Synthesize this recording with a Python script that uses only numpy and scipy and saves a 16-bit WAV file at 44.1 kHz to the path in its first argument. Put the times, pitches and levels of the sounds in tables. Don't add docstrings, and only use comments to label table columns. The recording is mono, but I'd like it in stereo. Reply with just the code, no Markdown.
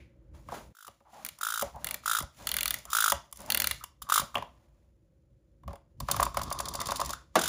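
import sys
import numpy as np
from scipy import signal
from scipy.fft import rfft, irfft, next_fast_len
from scipy.io import wavfile

SR = 44100
rng = np.random.default_rng(int(sys.argv[2]) if len(sys.argv) > 2 else 0)


def int16_out(signal):
    q = np.round(np.clip(np.atleast_2d(signal).T, -1, 1) * 32767)
    wavfile.write(sys.argv[1], SR, q.astype(np.int16))


def how_loud(loudness_db):
    steps = np.asarray(loudness_db, float) / 20
    return 10 ** steps


N = 330055

# time [s], level [dB].
BACKGROUND = [(0, -55), (0.72, -50.5), (0.735, -105), (0.86, -97), (0.9, -70), (1.0, -69), (1.6, -71),
              (1.7, -63), (2.6, -66), (4.4, -61.5), (6.9, -59), (7.49, -59)]
# frequency [Hz], density [dB per Hz].
ROOM_TONE = [(90, -36), (150, -13), (225, -25.5), (324, 3), (430, -15.5), (545, -1), (680, -23.5),
             (1500, -26.5), (15000, -62.5)]
# frequency [Hz], time to fall 60 dB [s].
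ROOM_T60 = [(100, 0.47), (1000, 0.29), (5000, 0.28), (15000, 0.044)]
# time [s], level [dB].
THUMPS = [(0.888, -50), (1.631, -42), (2.212, -32), (3.121, -40), (4.199, -34.5), (4.36, -40.5),
          (5.68, -51), (6.008, -41), (6.195, -50), (6.374, -33)]
# frequency [Hz], width [Hz], level [dB].
BOOM = [(51.4, 13, 7), (86.9, 50, -1), (115, 54.4, -1)]
DESK = [(217, 16, -4), (414, 31, -14.5), (565, 27, 1.5), (703, 53.6, -3), (799, 48, -4), (986, 200, -8)]
PILE = [(197, 54, 2.5), (348, 126, 1), (491, 57, -0.5), (650, 70, 7), (837, 830, -4)]
# start [s], end [s], desk rumble [dB], wheels [dB], gear and skin hiss [dB].
SLIDES = [(0.547, 0.547, -53, -32.5, -39.5), (1.143, 1.265, -67, -49, -52.5),
          (1.811, 1.943, -52.5, -43, -55.5), (2.394, 2.655, -51, -44, -46.5), (2.686, 2.783, -51, -49, -43),
          (3.394, 3.458, -49, -43, -50), (3.483, 3.637, -47.5, -37, -47), (3.662, 3.728, -45.5, -54, -39),
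          (4.479, 4.632, -62.5, -61.5, -71), (4.637, 4.839, -79, -68, -77.5), (6.103, 6.242, -36, -35, -43),
          (6.365, 6.48, -39.5, -39, -51), (6.56, 6.886, -47, -38.5, -65), (6.87, 7.114, -45, -39, -43),
          (7.44, 7.49, -47, -36.5, -40)]
# time [s], desk rumble [dB], wheels [dB], hiss [dB].
SHUDDERS = [(0.002, -39, -70, -79), (0.351, -45, -49, -57.5), (0.43, -55, -61, -84), (0.495, -44, -50, -70),
            (0.89, -70, -59, -57.5), (1.33, -55, -72, -53.5), (1.655, -40.5, -42, -48),
            (1.76, -44, -56, -72), (2.04, -68, -60.5, -47.5), (2.24, -40, -50, -57.5),
            (2.89, -53, -55, -53), (3.155, -38, -45.5, -50.5), (3.838, -73, -61, -68),
            (4.04, -47.5, -53.5, -69), (4.235, -40, -44.5, -47.5), (4.39, -37, -38, -60),
            (5.694, -33, -45, -81), (6.03, -33, -54, -68), (7.37, -53, -32.5, -43)]
# frequency [Hz], width [Hz], level [dB].
WHEELS = [(226, 57, -3.5), (605, 73, -0.5), (853, 525, 0.5), (918, 273, 3)]
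FREE_WHEELS = [(225, 86, 2.5), (430, 190, -3), (720, 440, -20)]
# frequency [Hz], density [dB per Hz].
HISS = [(1200, -14.5), (2000, -6), (4000, -8), (6300, -9), (7400, -6), (12500, -15), (15300, -11.5),
        (16200, -33.5), (17000, -65)]
TREBLE = [(3500, -30), (4800, -1.5), (6300, -3.5), (7300, 1.5), (9000, 1), (12500, -5.5), (15300, 1),
          (16300, -22.5), (16900, -57)]
PAWL_TREBLE = [(3500, -28), (4800, -6), (7300, -2.5), (9000, 1.5), (12500, -7), (15300, 3.5), (16300, -7),
               (16900, -50)]
# start [s], end [s], level [dB], frequency [Hz], width [Hz].
HUMS = [(1.055, 1.11, -62, 840, 240), (1.134, 1.2, -52.5, 790, 170), (1.19, 1.237, -59, 1040, 220),
        (1.666, 1.697, -58, 830, 390), (1.748, 1.789, -49, 850, 160), (2.876, 2.924, -49, 1200, 150),
        (3.49, 3.497, -41, 850, 180), (3.812, 3.838, -50.5, 1230, 170), (4.068, 4.09, -53.5, 1150, 190),
        (6.812, 6.821, -46, 2000, 190), (6.773, 6.875, -54, 1000, 130), (6.932, 7.065, -50, 1090, 110),
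        (7.14, 7.218, -59.5, 1400, 190), (6.53, 6.58, -44.5, 1060, 130), (1.387, 1.408, -61, 1230, 310),
        (2.723, 2.805, -59, 2200, 200), (.525, .58, -49.5, 350, 260), (0.49, .59, -54, 1300, 400),
        (1.63, 1.68, -52, 680, 160), (6.38, 6.5, -56, 1175, 130)]
# time [s], treble [dB], shell [dB], support [dB].
KNOCKS = [(0.4867, -50, -40, -44), (0.5202, -46, -52, -33.5), (0.879, -38, -36, -47),
          (1.0044, -69, -74, -55), (1.3866, -36, -60, -59), (1.6221, -17.5, -24, -27),
          (1.759, -46, -70, -44), (2.2034, -24, -31, -58), (2.2244, -27.5, -72, -40),
          (2.7871, -33.5, -67.5, -77), (2.853, -31, -49, -49.5), (3.1202, -10, -16, -27.5),
          (3.326, -27.5, -45, -58.5), (3.359, -37, -65, -71), (3.404, -33, -62.5, -44.5),
          (3.8388, -24, -35, -64), (4.216, -33, -31, -34), (4.3537, -29, -20.5, -29),
          (4.3696, -43, -28, -35), (4.3807, -36.5, -27.5, -40), (4.4237, -44.5, -30, -43),
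          (5.6344, -61, -55, -61), (5.6781, -42.5, -36.5, -41.5), (5.7067, -64, -47.5, -45),
          (5.7306, -45, -48, -41), (5.7558, -47, -46, -52.5)]
FALL = [(7.355, -13.5, -20, -16)]
# time [s], level [dB].
FIDGETS = [(3.313, -57), (3.372, -38), (3.391, -49), (3.417, -41.5), (3.461, -41.5), (2.752, -39)]
CLACK = [(4.3542, -22.5), (4.3708, -43.5)]
# frequency [Hz], width [Hz], level [dB].
LATCH = [(2760, 160, 0.067), (3300, 120, 0.93)]
PAWL = [(11000, 4000, 0.054), (14400, 2500, 2)]
SPUN_GEARBOX = [(2930, 1100, -2), (3740, 530, 4), (4640, 190, -41)]
WOUND_GEARBOX = [(1340, 420, 2.5), (2020, 210, 4), (2340, 70, 2), (2833, 180, 5.3), (3460, 300, 5.1),
                 (4375, 330, 5.7)]
LOOSE_GEARBOX = [(3320, 330, -6), (3620, 70, 7), (4440, 1800, -3.5)]
HELD_SHELL = [(1436, 210, 1)]
ROLLING_SHELL = [(1072, 207, 8.5), (1205, 330, 0.5), (1563, 160, -13)]
# first tooth [s], last tooth [s], whir [dB].
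SPINS = [(0.72, 0.8667, -66), (1.407, 1.615, -67), (2.0588, 2.17, -47.5), (2.932, 3.104, -40.5),
         (4.113, 4.1964, -31.5), (7.38, 7.4803, -30)]
# time [s], shell [dB], treble [dB], shell pitch [Hz].
TEETH = [(0.7502, -54, -58, 1340), (0.7682, -51, -54.5, 1450), (0.7871, -48, -53.5, 1410),
         (0.8066, -46, -51, 1440), (0.8258, -45.5, -48.5, 1310), (0.8475, -43, -50, 1340),
         (0.8678, -45, -46.5, 1230), (1.4114, -28, -34, 1310), (1.4316, -23, -29, 1366),
         (1.4493, -29, -30.5, 1350), (1.468, -22.5, -30.5, 1370), (1.4865, -27.5, -31.5, 1360),
         (1.503, -28.5, -30.5, 1300), (1.5219, -25, -34, 1415), (1.5396, -27, -29, 1360),
         (1.5579, -28.5, -33.5, 1390), (1.5754, -27, -31, 1340), (1.5943, -27.5, -30, 1340),
         (1.6121, -29, -31, 1310), (2.0589, -23, -29, 1295), (2.0777, -20.5, -27.5, 1360),
         (2.0963, -22.5, -28, 1370), (2.1135, -19.5, -24.5, 1366), (2.1324, -22, -27.5, 1380),
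         (2.15, -20.5, -27, 1370), (2.168, -22.5, -27, 1355), (2.1861, -23.5, -27.5, 1270),
         (2.9311, -20, -25, 1290), (2.9499, -18.5, -23, 1340), (2.968, -19.5, -22, 1390),
         (2.9856, -19, -25.5, 1390), (3.0045, -20.5, -21, 1360), (3.023, -20, -24, 1490),
         (3.041, -16.5, -22, 1370), (3.0604, -18, -23.5, 1310), (3.0796, -17.5, -24, 1340),
         (3.0989, -24, -21.5, 1300), (4.1217, -13.5, -22.5, 1260), (4.14, -23, -20.5, 1330),
         (4.1584, -16.5, -21, 1240), (4.1781, -14.5, -22, 1230), (4.1963, -23.5, -26.5, 1120),
         (7.39, -25, -26, 1430), (7.4138, -30, -24.5, 1240), (7.437, -28.5, -24, 1490),
         (7.457, -30, -25.5, 1500), (7.4774, -32, -22, 1340)]
LONE_TEETH = [(4.344, -33, -47, 1150), (2.036, -45, -60.5, 1270), (2.9023, -43, -38.5, 1188),
              (2.9163, -40.5, -37.5, 1180), (4.0198, -35.5, -36.5, 1150), (4.0891, -32, -40, 1110),
              (4.0986, -21.5, -29, 1176), (7.1347, -30.5, -40.5, 1340)]
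# time [s], treble [dB], gearbox [dB against treble], snap [dB against treble], favoured ring [Hz].
SLIPS = [(1.2489, -18.5, -16.5, -5, 2360), (1.2634, -22.5, -15.5, -8, 2050), (1.2883, -25, -12, 2, 2390),
         (1.8445, -18, -15, 3, 3340), (1.8695, -20, -10.5, 1, 2080), (1.8877, -24, -12, 2, 2800),
         (1.9096, -18, -12.5, -5, 2270), (1.943, -17.5, -14.5, 0, 2310), (2.4708, -13.5, -12.5, 0, 3130),
         (2.4905, -16.5, -14, -3, 2810), (2.5157, -18.5, -7.5, 5.5, 3100), (2.541, -16, -12.5, 5, 2040),
         (2.5668, -12.5, -14, -0.5, 2080), (2.5859, -17, -10, -2, 2820), (2.6082, -14, -11.5, -0.5, 2350),
         (2.6312, -14, -13.5, 4, 2860), (2.657, -13, -11, -1, 2360), (2.679, -15, -13.5, -2.5, 3770),
         (2.7072, -13, -11.5, -2.5, 3530), (2.7415, -15, -14, 0, 2060), (3.5022, -10.5, -12, 1, 2790),
         (3.5209, -13.5, -10, 0.5, 4330), (3.5467, -10, -11.5, -2.5, 2790), (3.5737, -13, -11, 1.5, 2030),
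         (3.6005, -9, -14, -2, 2080), (3.6197, -12.5, -13, -1.5, 2650), (3.6427, -13, -9.5, -2, 4190),
         (3.6716, -12, -11.5, 3.5, 2080), (3.711, -12, -10.5, -2.5, 2080)]
# time [s], treble [dB], gearbox [dB].
JOLTS = [(6.002, -29, -34.5), (6.085, -35.5, -36), (6.113, -13.5, -18.5), (6.1633, -26.5, -31),
         (6.2037, -22.5, -45), (6.2283, -17, -24.5), (6.252, -27, -37), (6.343, -38, -40), (6.37, -23, -53),
         (6.3897, -37, -37), (6.8023, -35, -30), (6.8865, -28, -31), (7.1305, -26.5, -33)]
# tick [s], gap to tack [s], tick [dB], tack [dB].
TURNS = [(6.416, 0.017, -29.5, -26), (6.5024, 0.023, -32, -21.5), (6.5882, 0.015, -25, -20.5),
         (6.655, 0.03, -27, -20.5), (6.738, 0.015, -27, -20), (6.8023, 0.012, -23.5, -22.5),
         (6.8572, 0.0118, -25.5, -23), (6.907, 0.0112, -25.5, -21.5), (6.958, 0.0096, -24, -24.5),
         (7.0004, 0.0122, -23, -22), (7.048, 0.011, -30, -23.5), (7.0928, 0.012, -27.5, -22)]
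# time [s], shell [dB], desk [dB against shell].
HOPS = [(6.004, -36, -9), (6.086, -23.5, -12), (6.1, -24.5, -15), (6.113, -23.5, -15), (6.143, -28, -17),
        (6.165, -26, -15), (6.198, -16, -12.5), (6.217, -25.5, -5), (6.227, -18.5, -21), (6.265, -28, -8.5),
        (6.345, -34, -22), (6.37, -17.5, -11.5), (6.394, -27.5, -16), (6.414, -31, -9), (6.477, -42, -21),
        (6.496, -42, -11), (6.513, -25.5, -9.5), (6.521, -38, -9), (6.548, -41, -7), (6.6, -25, -12),
        (6.659, -35, -17), (6.677, -38.5, -6.5), (6.748, -31.5, -6.5), (6.791, -34, -20),
        (6.808, -32.5, -9.5), (6.814, -28.5, -15), (6.864, -37, -22), (6.887, -29.5, -8), (6.898, -32, -27),
        (6.919, -23, -12.5), (6.947, -40, -11), (6.995, -26.5, -10), (7.003, -37, 0), (7.015, -26.5, -7.5),
        (7.092, -36, -12), (7.102, -40, -2)]
# time [s], left minus right [dB].
PLACE = [(0.8, 5), (1.45, -3), (1.56, 6.5), (2.08, -1), (2.19, 4.5), (2.97, -3), (3.03, 5), (3.88, 1),
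         (6.32, 0.5), (6.86, 9.5), (7.1, 4.5), (7.13, 14.5), (7.19, 4), (7.47, 4.5)]

SCENE_CHANGE_S, LET_GO_S = 0.73, 5.9
SLIDE_RISE, SLIDE_FALL = (450, 760, 280), (140, 186, 170)
SHUDDER_RISE, SHUDDER_FALL = (360, 1100, 900), (400, 190, 120)


def in_time(rows):
    s, *columns = np.transpose(rows)
    return [np.interp(np.arange(N) / SR, s, c) for c in columns]


def rms_one(x):
    return x / np.sqrt(np.mean(x ** 2) + 1e-20)


def at_hz(points, hz):
    table_hz, values = np.array(points)[:, 0], np.array(points)[:, 1]
    return np.interp(np.log(np.maximum(hz, 1)), np.log(table_hz), values)


def noise(alike):
    mid, side = rng.standard_normal((2, N))
    alike = np.clip(alike, 0, 1)
    return (np.sqrt(1 + alike) * mid + np.sqrt(1 - alike) * side * [[1], [-1]]) / np.sqrt(2)


def drift(rate_hz):
    r = np.exp(-2 * np.pi * rate_hz / SR)
    return rms_one(signal.lfilter([1], [1, -2 * r, r * r], rng.standard_normal(N + SR))[SR:])


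def colour(x, spectrum):
    size = next_fast_len(N)
    gain = how_loud(at_hz(spectrum, np.fft.rfftfreq(size, 1 / SR)))
    return irfft(rfft(x, size) * rms_one(gain), size)[..., :N]


def resonate(x, modes):
    out, power = 0, 0
    for k, (hz, width, db) in enumerate(modes):
        r = np.exp(-np.pi * width / SR)
        poles = [1, -2 * r * np.cos(2 * np.pi * hz / SR), r * r]
        out = out + (-1) ** k * how_loud(db) * signal.lfilter([1 - r, 0, r - 1], poles, x)
        power += how_loud(2 * db) * np.pi * width / SR
    return out / np.sqrt(power)


def bursts(times, level_db, rise_s, t60):
    marks = np.full(N, 1e-18)
    marks[np.minimum((times * SR - rise_s * SR).astype(int), N - 1)] = how_loud(level_db)
    poles = np.poly([np.exp(-1 / (rise_s * SR))] * 2 + [how_loud(-60 / (t60 * SR))])
    one = signal.lfilter([1], poles, np.r_[1, np.zeros(SR // 20)])
    return signal.lfilter([1], poles, marks) / one.max()


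def crack(s, level_db, rise_s, t60, spectrum=TREBLE):
    return colour(bursts(s, level_db, rise_s, t60) * noise(alike=0.024), spectrum)


def chatter(s, level_db, modes, rise_s, t60, alike):
    return resonate(bursts(s, level_db, rise_s, t60) * noise(alike), modes)


def strike(s, level_db, modes, soft, lag_s):
    clicks = 1e-12 * np.cos(np.arange(2 * N)).reshape(2, N)
    off_time = s + lag_s * rng.standard_normal(len(s))
    for side, when in enumerate((s, off_time)):
        clicks[side, np.minimum((when * SR).astype(int), N - 1)] = how_loud(level_db)
    one = resonate(resonate(np.r_[1, np.zeros(SR // 10)], modes), soft)
    return resonate(resonate(clicks, modes), soft) / np.abs(one).max()


def pops(s, level_db, pitch_hz, swell_s):
    out, t = np.zeros((2, N + SR)), np.arange(SR // 40) / SR
    shape = t / swell_s * np.exp(1 - t / swell_s)
    for when, db, hz, turn in zip(s, level_db, pitch_hz, rng.standard_normal(len(s))):
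        at = int(when * SR)
        phase = (0.25 + 0.15 * turn) * np.array([[1], [-1]])
        out[:, at:at + len(t)] += how_loud(db) * shape * np.sin(2 * np.pi * hz * t + phase)
    return out[:, :N]


def swells(start, end, level_db, rise_db_s, fall_db_s):
    t, power = np.arange(0, N + 32, 32) / SR, 0
    for a, b, db in zip(start, end, level_db):
        loss_db = rise_db_s * np.maximum(a - t, 0) + fall_db_s * np.maximum(t - b, 0)
        same_scene = (a < SCENE_CHANGE_S) == (t < SCENE_CHANGE_S)
        power = power + how_loud(2 * (db - loss_db)) * same_scene
    return np.interp(np.arange(N) / SR, t, power)


def levels():
    start, end, *slide_db = np.transpose(SLIDES)
    s, *shudder_db = np.transpose(SHUDDERS)
    rumble, roll, hiss = (swells(start, end, slide_db[k], SLIDE_RISE[k], SLIDE_FALL[k])
                          + swells(s, s, shudder_db[k], SHUDDER_RISE[k], SHUDDER_FALL[k]) for k in range(3))
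    first, last, whir_db = np.transpose(SPINS)
    whir = swells(last, last, whir_db, rise_db_s=68, fall_db_s=300.5)
    t = np.arange(N) / SR
    whir *= sum((t > a) & (t < a + .6) for a in first) > 0
    rumble += how_loud(2 * in_time(BACKGROUND)[0])
    hiss_floor_db = -80.5
    return [10 * np.log10(p + 1e-12) for p in (rumble, roll, hiss + whir + how_loud(2 * hiss_floor_db))]


def room_tone():
    tone_db = -63 + 0.95 * (in_time(BACKGROUND)[0] + 50)
    return how_loud(tone_db) * rms_one(colour(noise(alike=0.34), ROOM_TONE))


def room(x):
    t = np.arange(SR // 2) / SR
    echo, edges = 0, 100 * 2. ** np.arange(8)
    for low, high in zip(edges, np.minimum(2 * edges, .45 * SR)):
        octave = signal.butter(2, [low, high], "band", fs=SR, output="sos")
        band = signal.sosfilt(octave, rng.standard_normal((2, len(t))))
        echo = echo + band * how_loud(-60 * t / at_hz(ROOM_T60, np.sqrt(low * high)))
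    echo *= np.clip(t / 0.02, 0, 1)
    return signal.fftconvolve(x, echo / np.sqrt(np.sum(echo ** 2) / 2), axes=1)[:, :N]


def boom(rumble_db):
    thumps = strike(*np.transpose(THUMPS), BOOM, [(88.2, 550, 0)], lag_s=.0001)
    rumble = resonate(resonate(noise(alike=0.47), BOOM), [(74, 121, 0)])
    return thumps + how_loud(rumble_db) * rms_one(rumble)


def rolling(roll_db):
    bumps = noise(alike=.5) * how_loud(2.5 * drift(60))
    free = np.arange(N) > LET_GO_S * SR
    held_wheels = rms_one(resonate(bumps, WHEELS))
    free_wheels = .5 * rms_one(resonate(bumps, FREE_WHEELS))
    shell = rms_one(resonate(bumps, ROLLING_SHELL) + 0.28 * resonate(bumps, LOOSE_GEARBOX))
    return how_loud(roll_db - 7.5) * (np.where(free, free_wheels, held_wheels) + 0.9 * free * shell)


def rubbing(hiss_db):
    hiss = colour(noise(alike=.4) * how_loud(1.5 * drift(80)), HISS)
    return how_loud(hiss_db - 7.5) * rms_one(hiss)


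def motion():
    rumble_db, roll_db, hiss_db = levels()
    return boom(rumble_db) + room_tone() + rolling(roll_db) + rubbing(hiss_db)


def hums():
    out = np.zeros((2, N))
    for start, end, db, hz, width in HUMS:
        a, b = int((start - .05) * SR), int((end + .05) * SR)
        t = np.arange(a, b) / SR
        rub = resonate(rng.standard_normal(SR // 2), [(hz, width, 0)])
        rub = resonate(rub, [(hz, 3 * width, 0)])
        edge_s = np.maximum(start - t, 0) + .5 * np.maximum(t - end, 0)
        out[:, a:b] += how_loud(db) * np.exp(-edge_s / 0.0046) * rms_one(rub)[-len(t):]
    return out


def earlier_slip():
    return chatter(np.array([.001]), -60, [(2170, 480, 0)], rise_s=.001, t60=0.33, alike=0.19)


def knocks(table, wood, crack_t60, push_t60):
    s, treble_db, shell_db, wood_db = np.transpose(table)
    gear_db = (treble_db + shell_db) / 2 - 12
    out = crack(s, treble_db - 6.5, rise_s=0.00017, t60=crack_t60)
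    out += chatter(s, gear_db, WOUND_GEARBOX[1:-1], rise_s=0.00075, t60=crack_t60, alike=0.43)
    out += chatter(s, shell_db + 3.1, ROLLING_SHELL, rise_s=.0005, t60=push_t60, alike=.8)
    return out + chatter(s, wood_db + 1.5, wood, rise_s=0.00037, t60=2.8 * push_t60, alike=0.97)


def touches():
    desk = knocks(KNOCKS, DESK, crack_t60=0.021, push_t60=0.017)
    pile = knocks(FALL, PILE, crack_t60=0.04, push_t60=0.057)
    latch = chatter(*np.transpose(CLACK), LATCH, rise_s=0.000463, t60=0.012, alike=0.79)
    fingers = crack(*np.transpose(FIDGETS), rise_s=.0003, t60=0.01205)
    return desk + pile + latch + fingers


def spin():
    s, shell_db, treble_db, shell_hz = np.transpose(list(TEETH) + list(LONE_TEETH))
    out = pops(s, shell_db + 2.2, shell_hz, swell_s=0.00115)
    out += chatter(s, shell_db - 20, HELD_SHELL, rise_s=0.0031, t60=0.028, alike=0.88)
    rasp = chatter(s, treble_db - 14.5, SPUN_GEARBOX, rise_s=0.0011, t60=0.045, alike=0.64)
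    out += resonate(rasp, [(3530, 2570, 0)])
    return out + crack(s, treble_db, rise_s=0.0025, t60=0.019)


def ratchet():
    s, treble_db, gear_db, snap_db, ring_hz = np.transpose(SLIPS)
    gear_db = gear_db + treble_db
    out = chatter(s, gear_db, WOUND_GEARBOX, rise_s=0.00023, t60=0.024, alike=0.47)
    out += chatter(s, gear_db - 20.5, DESK, rise_s=0.00037, t60=0.009, alike=0.79)
    out += pops(s, gear_db, ring_hz, swell_s=0.00073)
    out += strike(s, treble_db + snap_db + 2.5, PAWL, [(12000, 9000, 0)], lag_s=.00002)
    return out + crack(s, treble_db - 7.5, rise_s=0.0002, t60=0.015, spectrum=PAWL_TREBLE)


def ticks():
    s, gap, tick_db, tack_db = np.transpose(TURNS)
    tick = [s, tick_db, tick_db - 2.5]
    tack = [s + gap, tack_db, tack_db - 12]
    return np.hstack([np.transpose(JOLTS), tick, tack])


def drive():
    s, treble_db, gear_db = ticks()
    out = crack(s, treble_db - 5, rise_s=0.0008, t60=0.021)
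    out += chatter(s, gear_db - 5, LOOSE_GEARBOX, rise_s=0.00049, t60=0.027, alike=0.17)
    s, shell_db, wood_db = np.transpose(HOPS)
    wood_db = wood_db + shell_db
    out += strike(s, shell_db - 0.4, ROLLING_SHELL, [(1150, 710, 0)], lag_s=.00008)
    out += chatter(s, shell_db - 5, ROLLING_SHELL[:1], rise_s=0.0004, t60=0.04, alike=0.6)
    return out + strike(s, wood_db + 7, DESK, [(660, 690, 0)], lag_s=.0001)


def toy():
    return hums() + earlier_slip() + touches() + spin() + ratchet() + drive()


def scene():
    clicks = toy()
    near = clicks + how_loud(-15) * room(clicks) + motion()
    top = signal.sosfiltfilt(signal.butter(2, 9500, "high", fs=SR, output="sos"), near)
    body = signal.sosfiltfilt(signal.butter(1, [500, 2200], "band", fs=SR, output="sos"), near)
    sided = how_loud(in_time(PLACE)[0] / 2 * np.array([[1], [-1]])) - 1
    dulling = .5 * np.interp(np.arange(N) / SR, [6.3, 6.6], [0, 1])
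    return near + sided * body - dulling * top


def low_pass(x):
    return signal.sosfilt(signal.butter(12, 16810, fs=SR, output="sos"), x)


def record(dry):
    size = next_fast_len(N)
    hz = np.fft.rfftfreq(size, 1 / SR)
    low_cut = 1 + (42 / np.maximum(hz, 1)) ** 4
    left, right = rfft(dry, size) * np.clip((16600 - hz) / 300, 0, 1) / low_cut
    apart = (left - right) / 2 / (1 + (hz / 175.7) ** 2)
    left, right = left - apart, right + apart
    shared = .93 * np.clip((hz - 5500) / 2500, 0, 1)
    right = shared * left + np.sqrt(1 - shared ** 2) * right
    one_port_hz, port_lag_s = 6350, .000263
    left = left * np.exp(-2j * np.pi * port_lag_s * np.maximum(hz - one_port_hz, 0))
    mix = irfft(np.array([left, right]), size)[:, :N]
    return low_pass(mix)


dry = scene()
out = record(dry)
int16_out(out)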